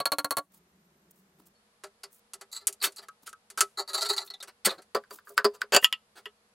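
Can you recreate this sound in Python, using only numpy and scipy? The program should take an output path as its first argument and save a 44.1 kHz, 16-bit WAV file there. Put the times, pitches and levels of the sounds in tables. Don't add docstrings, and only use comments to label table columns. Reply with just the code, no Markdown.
import sys
import numpy as np
from scipy import signal
from scipy.fft import rfft, irfft, next_fast_len
from scipy.io import wavfile

SR = 44100
rng = np.random.default_rng(int(sys.argv[2]) if len(sys.argv) > 2 else 0)


def dump_mix(stems):
    frames = np.atleast_2d(stems).T
    limited = np.clip(frames, -1, 1)
    pcm = np.round(limited * 32767).astype(np.int16)
    wavfile.write(sys.argv[1], SR, pcm)


N = 288414
RING_LENGTH = 12000
TOP_HZ = 15800

# [f/Hz, relative density/dB per Hz]
BENCH_AIR = [(25, -32.5), (70, -9.5), (110, -21), (185, 1.5), (260, -15.5), (360, -8), (500, -17),
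             (1100, -20), (3000, -28.5), (11800, -33.5), (12800, -43.5), (15500, -48)]
VISE_AIR = [(30, -19.5), (70, -11), (140, -12.5), (215, -5.5), (300, -18), (470, -10.5), (1000, -13),
            (2000, -18.5), (3000, -21), (4600, -20.5), (6000, -25.5), (11500, -24.5), (13000, -42),
            (15500, -54)]
BENCH_DB, VISE_DB = -67.5, -71
# [f/Hz, rms level/dB]
HUM = [(215.3, -82), (473.7, -81.5)]
WHINE_HZ, WHINE_DB = 12000, -85.5

# [f/Hz, side gain/dB]
WIDTH = [(60, -23.5), (380, -30.5), (700, -23), (4400, -27), (15000, -15)]
LEVER_WIDTH = [(60, -17), (380, -31.5), (700, -15.5), (1290, -19), (4400, -22.5), (15000, -7.5)]
AIR_WIDTH = [(200, -28.5), (380, -12.5), (1290, 1)]

# [strongest moment t/s, length/s, level/dB, hardness/dB]
PUFFS_AND_RUSTLES = [(0.549, 0.076, -69, 2.5), (1.112, 0.016, -77.5, 16.5), (1.18, 0.11, -82.5, 6),
                     (1.401, 0.065, -68.5, -5.5), (1.469, 0.033, -69.5, 4.5), (2.142, 0.1, -83.5, 18.5),
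                     (3.234, 0.028, -64.5, -2), (4.261, 0.059, -61.5, 2.5), (5.14, 0.1, -57.5, 1.5),
                     (5.29, 0.1, -68, 7.5), (5.836, 0.051, -52.5, 10)]
# [f/Hz, relative level/dB]
PUFF_COLOUR = [(50, -26), (183, -3), (368, 3.5), (500, -11), (1350, -14), (1960, -32), (7900, -23),
               (15500, -20.5)]
CRINKLES_PER_S, CRINKLE_DB = 250, 4.5

# [t/s, peak level/dB, f/Hz, T60/s]
BODY_THUDS = [(1.842, -46.5, 610, 0.11), (3.942, -37.5, 645, 0.13), (4.022, -38, 658, 0.11),
              (4.105, -30.5, 402, 0.18), (4.662, -35.5, 208, 0.097), (4.668, -25, 385, 0.05),
              (5.7665, -14, 600, 0.015), (6.262, -44, 417, 0.09)]
# [t/s, peak level/dB, f/Hz, T60/s]
TINGS = [(1.549, -70, 4400, 0.22)]
NOTE_RISE_S = 0.0028

# [t/s, level/dB, hardness/dB, bounce against tap/dB, low boom/dB, clear note/dB]
HAMMER_TAPS = [(0.002, -39, -3, -14, -11.5, 4), (0.0557, -33.5, 1.5, -9.5, -21.5, -5),
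               (0.1189, -33.5, 0.5, -8.5, -9, 2), (0.1845, -35, 1, -9.5, -7.5, -5.5),
               (0.245, -35.5, 0.5, -19, -11, -5), (0.308, -34, 2, -8, -3.5, 1.5),
               (0.3695, -34, 1.4, -3.5, -11, 4.5)]
# [t/s, gain/dB]
LATCH_RING = [(0, 0), (0.055, 2), (0.37, -6.5)]
BOOM_HZ, BOOM_T60_S, NOTE_HZ, NOTE_T60_S = 295, 0.1, 1123, 0.075
BOUNCE_S, BOUNCE_HARDNESS_DB = 0.0125, -2

# [t/s, level/dB, hardness/dB]
TOOL_CLICKS = [(1.837, -47.5, -5), (1.866, -67, -5), (2.035, -49.5, -1.5), (2.335, -49, 3),
               (2.4115, -51, -3), (2.6707, -45, 18.5), (2.677, -41.5, 4.5), (2.727, -61.5, 11.5),
               (2.922, -68, 6), (2.962, -68.5, 12.5), (2.989, -56.5, -4), (3.292, -62.5, 6.5),
               (3.502, -55, 2), (3.5754, -44.5, 1.5), (3.6073, -28.5, 4.5), (4.099, -50.5, -3),
               (4.427, -48, 0), (4.82, -65, 0)]
HANDLE_CLINKS = [(3.085, -48, -1), (3.275, -48, -0.34), (3.329, -50, 0), (3.576, -37.5, -1.9),
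                 (3.607, -25, 0.91)]
LEVER_KNOCKS = [(4.948, -31.5, -2), (4.963, -42, -6.5), (5.108, -48.5, 1), (5.4447, -27.5, -0.5),
                (5.4495, -33, -6)]
BLADE_CLACKS = [(5.038, -61.5, -2.5), (5.187, -57.5, -1), (5.272, -58, -7), (5.378, -22.5, 0.3),
                (5.617, -31.5, 0)]
JOINT_SNAPS = [(5.826, -39.5, -14.5), (5.8448, -18.5, 2), (5.9266, -29.5, -0.5), (6.257, -41.5, -7.5)]
WRENCH_JOLTS = [(5.7225, -34, 0), (5.7405, -30, 2.5), (5.7475, -23.5, 2.5), (5.764, -21, 4),
                (5.769, -32, -2)]
SETTLE_S = 0.015

# [strongest moment t/s, length/s, level/dB, hardness/dB]
TOOL_SCRAPES = [(2.529, 0.033, -44.5, 6), (2.563, 0.067, -44, 6.5), (2.618, 0.044, -56.5, -4.5),
                (2.974, 0.026, -48.5, 5), (3.795, 0.056, -31, -3.5), (3.897, 0.051, -39.5, -2)]
CASE_SHIFTS = [(2.845, 0.052, -31, 4), (2.872, 0.038, -51, -7), (3.032, 0.04, -58.5, -3),
               (3.272, 0.029, -52, 5.5), (3.588, 0.026, -39.5, 1.5), (4.484, 0.024, -52, -1.5),
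               (4.659, 0.03, -26, 5), (4.677, 0.024, -35, -8), (4.712, 0.075, -47.5, -6),
               (4.788, 0.026, -58.5, -9), (6.178, 0.06, -56.5, -3)]
LEVER_GRINDS = [(5.3, 0.05, -61.5, -5.5), (5.55, 0.038, -54.5, 1.4)]
WRENCH_GRINDS = [(5.735, 0.022, -26, -1)]
# [strongest moment t/s, level/dB, pitch ratio of the high ring]
BLADE_SKIDS = [(2.804, -48.5, 1), (2.037, -38.5, 1.08), (2.818, -29, 0.98), (2.844, -23, 0.86),
               (2.987, -39, 1.04), (4.102, -18.5, 0.97), (4.181, -21, 0.98), (4.278, -45.5, 0.92),
               (4.305, -33, 0.98), (4.341, -36, 0.87), (4.405, -37, 0.9), (4.694, -28, 0.9),
               (4.708, -30, 0.92), (4.784, -50.5, 0.93), (5.449, -19.5, 1.09)]
SKID_S = 0.0099
GRIND_LEAD_S, GRIND_S, GRIND_DB = 0.0041, 0.014, -20
ROCK_FROM_S, ROCK_PERIOD_S, ROCK_STROKE_S = 3.947, 0.0775, 0.038
PULL_AFTER_S, PULL_DB, PULL_HARDNESS_DB, PULL_PITCH_RATIO = 0.036, -4, -1.5, 0.97
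# [t/s, push level/dB]
ROCK_EFFORT = [(3.947, -28), (4.1, -28), (4.215, -37)]

# [f/Hz, relative energy/dB, T60/s]
LATCH_MODES = [(421, -14, 0.06), (555, -1.5, 0.06), (708, -7, 0.065), (936, -8, 0.06), (1390, -5, 0.07),
               (1670, -11, 0.06), (2196, -18, 0.05), (3987, -16, 0.04), (4250, -2, 0.04), (4328, 0, 0.04),
               (4414, -8, 0.04)]
CASE_MODES = [(396, -3, 0.11), (580, -14, 0.09), (660, -10, 0.09), (740, -13, 0.08), (810, -10, 0.09),
              (920, -13, 0.08), (1140, -11, 0.09), (1298, -4, 0.11), (1380, -8, 0.08), (1690, -13, 0.07),
              (1990, -9, 0.09), (3930, -14, 0.05), (4160, -6, 0.05), (4460, -2, 0.06), (4590, -6, 0.06),
              (4710, -4, 0.07), (6830, -8, 0.04), (7370, -6, 0.04), (7810, -6, 0.04)]
HANDLE_MODES = [(1154, -8, 0.08), (1293, 0, 0.1), (1400, -3, 0.06), (1560, -4, 0.05)]
LEVERED_MODES = [(222, -18, 0.09), (413, 1.5, 0.125), (482, -12, 0.07), (555, -6, 0.08), (670, -11, 0.08),
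                 (917, -12, 0.07), (1010, -4, 0.08), (1168, -2, 0.08), (1300, -7, 0.07), (1500, -8, 0.06),
                 (1786, -14, 0.06), (4592, -8, 0.05), (4655, -3, 0.055), (4900, -7, 0.06)]
INSERT_MODES = [(405, -2, 0.05), (490, -4, 0.05), (560, -6, 0.05), (740, -7, 0.06), (1168, -9, 0.06),
                (1540, -6, 0.06), (1786, -10, 0.06), (2630, -4, 0.06), (2858, -3, 0.09), (2960, -3, 0.07),
                (4592, -6, 0.045), (4660, 0, 0.055), (7100, -7, 0.06)]
JOINT_MODES = [(1003, -21, 0.06), (1296, -17, 0.13), (1800, -16, 0.06), (1950, -8, 0.055),
               (2510, -10, 0.05), (2856, 0, 0.055), (3330, -7, 0.035), (4447, -18, 0.06),
               (4926, -13, 0.035), (7050, -13, 0.045)]
# [f/Hz, relative level/dB]
LATCH_COLOUR = [(60, -22.5), (150, -8.5), (300, -16.5), (550, 0.5), (1000, -8), (1500, -7.5), (2400, -15),
                (3700, -15.5), (4300, -7.5), (5000, -21), (10000, -8.5), (15500, -16.5)]
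CASE_COLOUR = [(80, -25.5), (200, -24), (310, -20.5), (400, -0.5), (750, -7), (1400, 3.5), (2400, -2.5),
               (4400, -5), (6000, -1.5), (9800, 0.5), (12000, -5.5), (15500, -20.5)]
SCRAPE_COLOUR = [(120, -41.5), (280, -18.5), (400, -0.5), (900, 3), (1350, 0), (2000, -1), (2400, -7),
                 (3500, -7), (4050, 13), (4700, 12.5), (5100, -3.5), (7400, -1.5), (11000, -1),
                 (15500, -15)]
JAW_COLOUR = [(70, -30.5), (260, -13), (420, -1.5), (850, -3.5), (1450, 3), (2500, -10), (4300, -12),
              (5500, -8.5), (8500, -2.5), (15500, -10.5)]
LEVERED_COLOUR = [(60, -38.5), (150, -23.5), (300, -15.5), (450, -9), (800, -9), (1300, -1), (2100, -13.5),
                  (4000, -14.5), (4700, -7.5), (5400, -21), (7200, -17.5), (15500, -25)]
BLADE_COLOUR = [(150, -36), (750, -28), (1100, -1), (1500, 9), (2100, -10), (4000, -15.5), (4900, -9.5),
                (5700, -29.5), (15500, -35.5)]
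INSERT_COLOUR = [(60, -29.5), (150, -18.5), (300, -12.5), (470, -3), (850, -9), (1550, -5), (2100, -12),
                 (2850, -3.5), (4000, -17.5), (4700, -4), (5400, -18), (7200, -11.5), (11000, -20),
                 (15500, -23.5)]
JOINT_COLOUR = [(150, -31.5), (600, -25.5), (1100, -11.5), (1950, -9), (2400, -7.5), (2900, 11), (3400, 4),
                (3750, -12), (5000, -9), (6400, -23.5), (7200, -14), (9000, -20), (11500, -14.5),
                (15500, -30)]
# [f/Hz, T60/s]
RING_TIME = [(250, 0.04), (700, 0.1), (1500, 0.073), (3500, 0.074), (7000, 0.06), (14000, .045)]

REGISTER_EDGES = [60, 750, 2200, 5500, 16000]
# [low/dB, mid/dB, ring/dB, treble/dB]
TAP_BALANCE = (-2.5, 2, 2.5, -2)
CLICK_BALANCE = (-12, -3, -2, 2)
SETTLE_BALANCE = (-12.5, -17.5, -27.5, -23.5)
KNOCK_BALANCE = (0, 0.5, -4, -10)
CLACK_BALANCE = (-24.5, 1.5, -9, -15)
CLACK_SETTLE_BALANCE = (-20.5, -25, -36, -42)
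SNAP_BALANCE = (-36.5, -9, 1, -11.5)
CLINK_BALANCE = (-19, 0.5, -12.5, -7.5)
SCRAPE_BALANCE = (-17.5, -9.5, -2.5, -8)
SKID_BALANCE = (-23.5, -17.5, -4.5, -19.5)
SHIFT_BALANCE = (-10, -1.5, -1.5, -2)
GRIND_BALANCE = (-1, -2, -8, -7)
WRENCH_BALANCE = (-2.5, -1.5, -0.5, -6.5)
PUFF_BALANCE = (-7.5, -7, -8.5, 1.5)
# [low, mid, ring, treble, each in dB/dB]
HARDNESS_TILT = (-1.76, -0.58, 0.35, 1.0)
HARDNESS_CRACK = 0.8


def undb(db):
    return 10 ** (np.asarray(db) / 20)


def unit(x):
    return x / np.sqrt(np.sum(x ** 2, axis=-1, keepdims=True) + 1e-30)


def decay(t, t60):
    return np.exp(-np.log(1000) * t / t60)


def along(points, size):
    hz, value = np.transpose(points)
    bin_hz = np.fft.rfftfreq(size, 1 / SR)
    return np.interp(np.log(bin_hz + 1), np.log(hz), value)


def coloured(x, points):
    n = x.shape[-1]
    size = 2 * next_fast_len(n // 2 + 1024)
    cepstrum = irfft(np.log(undb(along(points, size))))
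    cepstrum[1:size // 2] *= 2
    cepstrum[size // 2 + 1:] = 0
    response = np.exp(rfft(cepstrum))
    return irfft(rfft(x, size) * response)[..., :n]


def registers(balance, level_db, hardness_db):
    return np.array(balance) + level_db + hardness_db * np.array(HARDNESS_TILT)


def voiced(x, register_db, seconds):
    edges = np.array(REGISTER_EDGES)
    corners = np.column_stack([edges[:-1] * 1.2, edges[1:] / 1.2]).ravel()
    bins = (edges * x.shape[-1] / SR).astype(int)
    for _ in range(2):
        power = abs(rfft(x[0])) ** 2
        energy = np.add.reduceat(power, bins)[:-1] * 2 / x.shape[-1]
        gain_db = register_db - 10 * np.log10(energy / (seconds * SR) + 1e-20)
        x = coloured(x, np.column_stack([corners, np.repeat(gain_db, 2)]))
    return x


def add(out, s, x):
    i = max(int(s * SR), 0)
    out[:, i:i + x.shape[1]] += x[:, :N - i]


def spread(mid_side, width):
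    mid, side = mid_side[0], coloured(mid_side[1], width)
    return np.array([mid + side, mid - side])


def air(colour, db):
    noise = rng.standard_normal((2, N))
    return unit(coloured(noise, colour)) * np.sqrt(N) * undb(db)


def workshop():
    t = np.arange(N) / SR
    bench = undb(np.interp(t, [.495, .51], [-8, 0]))
    at_vise = np.interp(t, [1.52, 1.54], [0, 1])
    hum_tones = sum(np.sqrt(2) * undb(db) * np.sin(2 * np.pi * hz * t) for hz, db in HUM)
    hum = np.outer([1, 0], hum_tones)
    whine_colour = [(20, -90), (WHINE_HZ - 250, -70), (WHINE_HZ, 0), (WHINE_HZ + 250, -70)]
    whine = air(whine_colour, WHINE_DB)
    bench_sound = bench * (air(BENCH_AIR, BENCH_DB) + whine)
    vise_sound = air(VISE_AIR, VISE_DB) + hum
    return (1 - at_vise) * bench_sound + at_vise * vise_sound


def pressure(length, rise_share, start_db, end_db):
    progress = np.linspace(0, 1, int(length * SR))
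    return undb(np.interp(progress, [0, min(rise_share, 1), 1], [start_db, 0, end_db]))


def puffs():
    out = np.zeros((2, N))
    for s, length, level_db, hardness_db in PUFFS_AND_RUSTLES:
        flow = pressure(length, rise_share=0.4, start_db=-16, end_db=-20)
        steps = np.arange(len(flow)) * CRINKLES_PER_S / SR
        chance = rng.standard_normal(int(steps[-1]) + 2)
        crinkle = undb(CRINKLE_DB * np.interp(steps, np.arange(len(chance)), chance))
        hiss = flow * crinkle * rng.standard_normal((2, len(flow)))
        hiss = np.pad(hiss, ((0, 0), (0, RING_LENGTH)))
        register_db = registers(PUFF_BALANCE, level_db, hardness_db)
        add(out, s - np.argmax(flow) / SR, voiced(coloured(hiss, PUFF_COLOUR), register_db, length))
    return out


def notes(table):
    out = np.zeros((2, N))
    t = np.arange(RING_LENGTH) / SR
    for s, level_db, hz, t60 in table:
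        rise = (1 - np.exp(-t / NOTE_RISE_S)) ** 2
        ring = np.sin(2 * np.pi * hz * t) * rise * decay(t, t60)
        add(out, s, np.outer([1, 0], undb(level_db) * ring / abs(ring).max()))
    return out


def weak_modes(t, ring_scale):
    noise = rfft(rng.standard_normal((2, RING_LENGTH)))
    wash = 0
    centres, times = np.transpose(RING_TIME)
    for share, t60 in zip(np.eye(len(centres)), times):
        band = irfft(noise * along(np.column_stack([centres, share]), RING_LENGTH))
        wash = wash + band * decay(t, t60 * ring_scale)
    return wash + undb(-40.5) * rng.standard_normal((2, RING_LENGTH)) * decay(t, 0.35)


def clear_modes(t, modes):
    hz, db, t60 = np.transpose(modes)[:, :, None]
    chance = rng.standard_normal((len(hz), 2, 1))
    shifted_hz = hz * (1 + 0.0067 * chance[:, 0])
    swing = np.exp(2j * np.pi * shifted_hz * t) * decay(t, t60)
    swing = swing * (1 - np.exp(-t * hz / 2))
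    size = undb(db + 2.0 * chance[:, 1]) / np.sqrt(t60)
    phase = np.exp(2j * np.pi * rng.random((2, len(hz))))
    return np.imag(phase @ (size * swing))


def steel(modes, colour, crack_db, modes_db, ring_scale, crack_s):
    t = np.arange(RING_LENGTH) / SR
    wash = unit(coloured(weak_modes(t, ring_scale), colour))
    tones = unit(clear_modes(t, modes))
    ring = (wash + undb(modes_db) * tones) * (1 - np.exp(-t / 0.0026))
    push = np.outer([1, 0], t == 0)
    crunch = unit(rng.standard_normal((2, RING_LENGTH)) * np.exp(-t / crack_s))
    crack = coloured(undb(-5.5) * push + crunch, colour)
    return unit(ring) + undb(crack_db) * unit(crack)


def blows(table, balance, modes, colour, crack_db, modes_db, ring_scale, crack_s):
    out = np.zeros((2, N))
    for s, level_db, hardness_db in table:
        hard_crack_db = crack_db + HARDNESS_CRACK * hardness_db
        hit = steel(modes, colour, hard_crack_db, modes_db, ring_scale, crack_s)
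        add(out, s, voiced(hit, registers(balance, level_db, hardness_db), seconds=.03))
    return out


def scrapes(table, balance, modes, colour, crack_db, modes_db, slips_per_s, grit_db,
            rise_share, start_db, end_db):
    out = np.zeros((2, N))
    for s, length, level_db, hardness_db in table:
        force = pressure(length, rise_share, start_db, end_db)
        n = len(force)
        moments = rng.random(n) < slips_per_s / SR
        signs = rng.choice([-1, 1], n)
        sizes = undb(grit_db * rng.exponential(size=n).clip(0, 4))
        slips = moments * signs * sizes
        response = steel(modes, colour, crack_db, modes_db, ring_scale=0.94, crack_s=0.0015)
        stroke = signal.fftconvolve((force * slips)[None], response, axes=1)
        register_db = registers(balance, level_db, hardness_db)
        add(out, s - rise_share * length, voiced(stroke, register_db, length))
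    return out


def hammer():
    out = np.zeros((2, N))
    for s, level_db, hardness_db, bounce_db, boom_db, note_db in HAMMER_TAPS:
        tap = (s, level_db, hardness_db)
        bounce = (s + BOUNCE_S, level_db + bounce_db, hardness_db + BOUNCE_HARDNESS_DB)
        modes = LATCH_MODES + [(BOOM_HZ, boom_db, BOOM_T60_S), (NOTE_HZ, note_db, NOTE_T60_S)]
        ring_db = np.interp(s, *np.transpose(LATCH_RING))
        balance = np.array(TAP_BALANCE) + ring_db * np.array([0, 0, 1, 0])
        out += blows([tap, bounce], balance, modes, LATCH_COLOUR,
                     crack_db=-4.0, modes_db=5, ring_scale=0.7, crack_s=0.0047)
    return out


def wrenching():
    jolts = blows(WRENCH_JOLTS, WRENCH_BALANCE, INSERT_MODES, INSERT_COLOUR,
                  crack_db=-4.0, modes_db=1.5, ring_scale=0.75, crack_s=0.003)
    grinding = scrapes(WRENCH_GRINDS, WRENCH_BALANCE, INSERT_MODES, INSERT_COLOUR, crack_db=-2, modes_db=4,
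                       slips_per_s=2800, grit_db=0.5, rise_share=0.6, start_db=-11.0, end_db=-11)
    return jolts + grinding


def settles(table):
    return [(s + SETTLE_S, level_db, 0) for s, level_db, _ in table]


def levering():
    knocks = blows(LEVER_KNOCKS, KNOCK_BALANCE, LEVERED_MODES, LEVERED_COLOUR,
                   crack_db=-7.5, modes_db=3.0, ring_scale=0.95, crack_s=0.0069)
    clacks = blows(BLADE_CLACKS, CLACK_BALANCE, LEVERED_MODES, BLADE_COLOUR,
                   crack_db=4, modes_db=-5.5, ring_scale=1.0, crack_s=0.0018)
    settling = blows(settles(BLADE_CLACKS), CLACK_SETTLE_BALANCE, LEVERED_MODES, LEVERED_COLOUR,
                     crack_db=-12.5, modes_db=1, ring_scale=0.87, crack_s=0.002)
    snaps = blows(JOINT_SNAPS, SNAP_BALANCE, JOINT_MODES, JOINT_COLOUR,
                  crack_db=2.5, modes_db=2.0, ring_scale=1.0, crack_s=0.00082)
    lead_ins = [(s - GRIND_LEAD_S, GRIND_S, level_db + GRIND_DB, hardness_db)
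                for s, level_db, hardness_db in BLADE_CLACKS]
    grinding = scrapes(LEVER_GRINDS + lead_ins, GRIND_BALANCE, LEVERED_MODES, LEVERED_COLOUR,
                       crack_db=0.0, modes_db=8.5, slips_per_s=3200, grit_db=-0.5,
                       rise_share=0.38, start_db=-10.0, end_db=-19.0)
    return knocks + clacks + settling + snaps + grinding


def retuned(rows, ratio):
    return [(hz * ratio if hz > 3000 else hz, *rest) for hz, *rest in rows]


def rocking(after_s, weaker_db, hardness_db, count):
    times = ROCK_FROM_S + after_s + ROCK_PERIOD_S * np.arange(count)
    efforts_db = np.interp(times, *np.transpose(ROCK_EFFORT))
    return [(s, ROCK_STROKE_S, effort_db + weaker_db, hardness_db) for s, effort_db in zip(times, efforts_db)]


def tool_strokes(table, ratio):
    out = np.zeros((2, N))
    modes = np.array(retuned(CASE_MODES, ratio))
    shifts = 1 + 0.014 * rng.standard_normal(len(table))
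    for row, shift in zip(table, shifts):
        out += scrapes([row], SCRAPE_BALANCE, modes * [shift, 1, 1], retuned(SCRAPE_COLOUR, ratio),
                       crack_db=-2.0, modes_db=3.5, slips_per_s=1200, grit_db=4.0,
                       rise_share=0.41, start_db=-10, end_db=-23.5)
    return out


def blade_skids():
    out = np.zeros((2, N))
    for s, level_db, ratio in BLADE_SKIDS:
        out += scrapes([(s, SKID_S, level_db, 0)], SKID_BALANCE,
                       retuned(CASE_MODES, ratio), retuned(SCRAPE_COLOUR, ratio),
                       crack_db=0, modes_db=-0.5, slips_per_s=1700, grit_db=3.0,
                       rise_share=0.41, start_db=-9.5, end_db=-24.0)
    return out


def case_work():
    clicks = blows(TOOL_CLICKS, CLICK_BALANCE, CASE_MODES, CASE_COLOUR,
                   crack_db=-3.0, modes_db=-2.5, ring_scale=1.04, crack_s=0.0079)
    settling = blows(settles(TOOL_CLICKS), SETTLE_BALANCE, CASE_MODES, CASE_COLOUR,
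                     crack_db=-10.0, modes_db=6.5, ring_scale=0.27, crack_s=0.0018)
    clinks = blows(HANDLE_CLINKS, CLINK_BALANCE, HANDLE_MODES, CASE_COLOUR,
                   crack_db=-8.0, modes_db=4.5, ring_scale=0.41, crack_s=0.0021)
    pushes = tool_strokes(TOOL_SCRAPES + rocking(0, 0, 0, count=4), 1)
    pulls = tool_strokes(rocking(PULL_AFTER_S, PULL_DB, PULL_HARDNESS_DB, count=4), PULL_PITCH_RATIO)
    shifting = scrapes(CASE_SHIFTS, SHIFT_BALANCE, CASE_MODES, JAW_COLOUR, crack_db=0.0, modes_db=-8.5,
                       slips_per_s=1400, grit_db=2.0, rise_share=0.4, start_db=-10.5, end_db=-23.5)
    return clicks + settling + clinks + pushes + pulls + blade_skids() + shifting


def scene():
    background = spread(workshop(), AIR_WIDTH)
    near_work = puffs() + notes(BODY_THUDS + TINGS) + hammer() + case_work()
    lever_work = wrenching() + levering()
    return background + spread(lever_work, LEVER_WIDTH) + spread(near_work, WIDTH)


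def record(dry):
    low_pass = signal.ellip(8, .2, 70, TOP_HZ, fs=SR, output="sos")
    return signal.sosfilt(low_pass, np.clip(dry, -1, 1))


dry = scene()
out = record(dry)
dump_mix(out)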